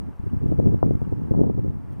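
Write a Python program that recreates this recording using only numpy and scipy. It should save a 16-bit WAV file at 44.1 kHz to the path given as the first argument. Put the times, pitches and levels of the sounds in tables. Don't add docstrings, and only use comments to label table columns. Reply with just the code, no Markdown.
import sys
import numpy as np
from scipy import signal
from scipy.fft import rfft, irfft
from scipy.io import wavfile
from scipy.ndimage import uniform_filter1d, minimum_filter1d

SR = 44100
rng = np.random.default_rng(int(sys.argv[2]) if len(sys.argv) > 2 else 0)


def inscribe(sig):
    pcm = np.round(np.clip(np.atleast_2d(sig).T, -1, 1) * 32767)
    wavfile.write(sys.argv[1], SR, pcm.astype(np.int16))


N = 88200
T = np.arange(N) / SR
FREQS = np.maximum(np.fft.rfftfreq(N, 1 / SR), 1)
IN_PHASE, OPPOSED = np.array([[1], [1]]), np.array([[1], [-1]])

# pitch_hz, half_octave_db
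RUSH_CENTRE = [(30, -67.5), (100, -83.5), (300, -63.5), (550, -66.5), (900, -63), (1300, -68.5),
               (1900, -74.5), (2800, -79.5), (3500, -86.5), (5300, -85.5), (6500, -87), (11500, -84),
               (15500, -88.5)]
# pitch_hz, half_octave_db
RUSH_WIDE = [(100, -73), (600, -65.5), (1200, -68), (2000, -75.5), (2500, -81.5), (2900, -82.5),
             (3600, -90.5), (7000, -94.5), (10000, -89.5), (13000, -85.5), (15500, -89)]
# centre_s, level_db, half_width_s
RUSTLES = [(.487, -80.5, 0.014), (.675, -76.5, 0.0022), (1.015, -81.5, 0.0063), (1.928, -80, 0.009)]
# pitch_hz, half_octave_db
RUSTLE_COLOUR = [(2500, 2), (5000, -6), (8000, -2), (13000, 1.5), (16000, -5)]
# start_s, level_db
FLAKES = [(0.129, -62.5), (.296, -61), (0.787, -66), (1.048, -59)]
# pitch_hz, gain_db, t60_s
FLAKE_MODES = [(1130, 11, 0.023), (1533, 4, 0.034), (2810, -4, 0.033), (3030, -7.5, 0.025)]
# time_s, level_db
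GUSTS = [(0, -19), (.09, -22.5), (.14, -42.5), (.22, -30), (.4, -23.5), (.435, -10.5), (.5, -12.5),
         (.56, -18.5), (.625, -16.5), (.665, -3), (.72, -11), (.81, -24), (.84, -8), (.92, -9), (.99, -24),
         (1.1, -22.5), (1.16, -18.5), (1.29, -19), (1.35, -12.5), (1.41, -2.5), (1.49, -9), (1.53, -15),
         (1.68, -15), (1.82, -27.5), (2, -24.5)]
# centre_s, rise_db, half_width_s
BUFFETS = [(0.199, 5.5, 0.0053), (0.237, 14.5, 0.0048), (0.268, 15, 0.0071), (0.342, 14, 0.0093),
           (0.371, 6, 0.0043), (.463, 5, 0.0053), (0.523, 11, 0.0063), (.596, 17, 0.01), (.743, 11, 0.0033),
           (0.954, 11, 0.0029), (1.022, 20, 0.0069), (1.075, 14.5, 0.0045), (1.127, 13, 0.01),
           (1.175, 5.5, 0.0045), (1.218, 7.5, 0.0041), (1.317, 13, 0.0045), (1.501, 9, 0.0088),
           (1.546, 8, 0.0036), (1.587, 11, 0.0086), (1.659, 5, 0.0075), (1.702, 5.5, 0.0082)]
# pitch_hz, half_octave_db
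RUMBLE_COLOUR = [(20, -59.5), (32, -49.5), (55, -30), (90, -19), (130, -16), (240, -18), (400, -21.5),
                 (600, -27.5), (900, -36.5), (1300, -50.5), (2000, -67.5)]
# pitch_hz, slope_db_per_db
FLOW_RESPONSE = [(50, .5), (120, 0.79), (240, 0.95), (400, 1.19), (650, 2.04), (1300, 2.6)]
# centre_s, peak_db, half_width_s
THUMPS = [(0.199, -18.5, 0.0017), (0.344, -19.5, .0019), (0.373, -21.5, 0.0018), (.463, -14, 0.0011),
          (0.5239, -11, 0.00057), (0.6005, -8, 0.00051), (.671, -4.5, 0.001), (0.702, -15.5, 0.0016),
          (0.8296, -3, .00033), (0.9094, -8, 0.00057), (1.018, -23, 0.00035), (1.077, -18.5, .0012),
          (1.125, -16.5, 0.00063), (1.318, -8, 0.00069), (1.3394, -19, 0.00035), (1.3496, -17.5, 0.00036),
          (1.3939, -12.5, 0.00049), (1.4155, -1.5, 0.00064), (1.579, -21.5, 0.00052)]


def undb(db):
    return 10 ** (np.asarray(db) / 20)


def at_pitch(table, hz):
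    pitches, values = np.array(table).T
    return np.interp(np.log(hz), np.log(pitches), values)


def wander(rate_hz):
    drift = irfft(rfft(rng.standard_normal(N)) * np.exp(-(FREQS / rate_hz) ** 2), N)
    return drift / drift.std()


def swell(centre_s, half_width_s):
    return np.exp(-((T - centre_s) / half_width_s) ** 2 / 2)


def coloured_noise(table):
    white = rfft(rng.standard_normal(N))
    per_half_octave = np.sqrt(SR / 2 / (FREQS * np.log(2) / 2))
    low_cut = 1 - np.exp(-(FREQS / 20) ** 2)
    return irfft(white * per_half_octave * undb(at_pitch(table, FREQS)) * low_cut, N)


def bands(sound, count):
    spectrum = rfft(sound)
    for hz in 20 * 2 ** (np.arange(count) / 2):
        triangle = np.maximum(1 - 2 * abs(np.log2(FREQS / hz)), 0)
        yield hz, irfft(spectrum * triangle, N)


def pan(sound, left_db):
    return sound * undb(OPPOSED * left_db / 2)


def distant_rush(flicker_db=0.32):
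    out = 0
    for colour, polarity in ((RUSH_CENTRE, IN_PHASE), (RUSH_WIDE, OPPOSED)):
        for _, band in bands(coloured_noise(colour), count=21):
            out = out + polarity * band * undb(flicker_db * wander(rate_hz=60))
    return out


def rustles():
    envelope = sum(undb(db) * swell(centre, width) for centre, db, width in RUSTLES)
    return envelope * coloured_noise(RUSTLE_COLOUR)


def flake_ticks(attack_s=0.0014):
    out = 0
    for start, level_db in FLAKES:
        age = np.maximum(T - start, 0)
        attack = 1 - np.exp(-age / attack_s)
        for hz, gain_db, t60 in FLAKE_MODES:
            detune = 1 + 0.0078 * rng.standard_normal()
            ring = np.sin(2 * np.pi * hz * detune * age)
            decay = np.exp(-np.log(1000) * age / t60)
            out = out + undb(level_db + gain_db) * attack * ring * decay
    return pan(out, left_db=12)


def eddy_thumps(roundness=7.8, in_phase_db=-19):
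    out = 0
    for centre, peak_db, half_width in THUMPS:
        passage = (T - centre) / half_width
        swing = passage / (1 + passage ** 2 / (2 * roundness)) ** roundness
        out = out + undb(peak_db) * swing / swing.max()
    return out * (OPPOSED + undb(in_phase_db))


def airflow_db(flutter_db=2.6):
    gusts = np.interp(T, *np.array(GUSTS).T)
    buffets = sum(db * swell(centre, width) for centre, db, width in BUFFETS)
    return gusts + buffets + flutter_db * wander(rate_hz=102)


def wind_rumble(in_phase_db=-18.5, in_phase_db_per_octave=0.65):
    flow_db = airflow_db()
    opposed_bands = bands(coloured_noise(RUMBLE_COLOUR), count=15)
    in_phase_bands = bands(coloured_noise(RUMBLE_COLOUR), count=15)
    out = 0
    for (hz, opposed), (_, in_phase) in zip(opposed_bands, in_phase_bands):
        in_phase_gain = undb(in_phase_db + in_phase_db_per_octave * np.log2(hz / 250))
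        eddies = OPPOSED * opposed + in_phase_gain * in_phase
        out = out + eddies * undb(at_pitch(FLOW_RESPONSE, hz) * flow_db)
    return out


def scene():
    mix = wind_rumble() + eddy_thumps() + distant_rush() + flake_ticks() + rustles()
    return pan(mix, left_db=0.5)


def record(dry, ceiling_db=-1.52, recovery_db_per_s=6.5, top_hz=15650):
    peak_db = 20 * np.log10(abs(dry).max(axis=0) + 1e-9)
    over_db = np.maximum(peak_db - ceiling_db, 0)
    recovery_db = recovery_db_per_s * T
    duck_db = np.maximum.accumulate(over_db + recovery_db) - recovery_db
    held_gain = minimum_filter1d(undb(-duck_db), size=129)
    gain = uniform_filter1d(held_gain, size=129)
    high_cut = signal.ellip(10, 0.2, 70, top_hz, fs=SR, output="sos")
    return signal.sosfilt(high_cut, dry * gain)


dry = scene()
out = record(dry)
inscribe(out)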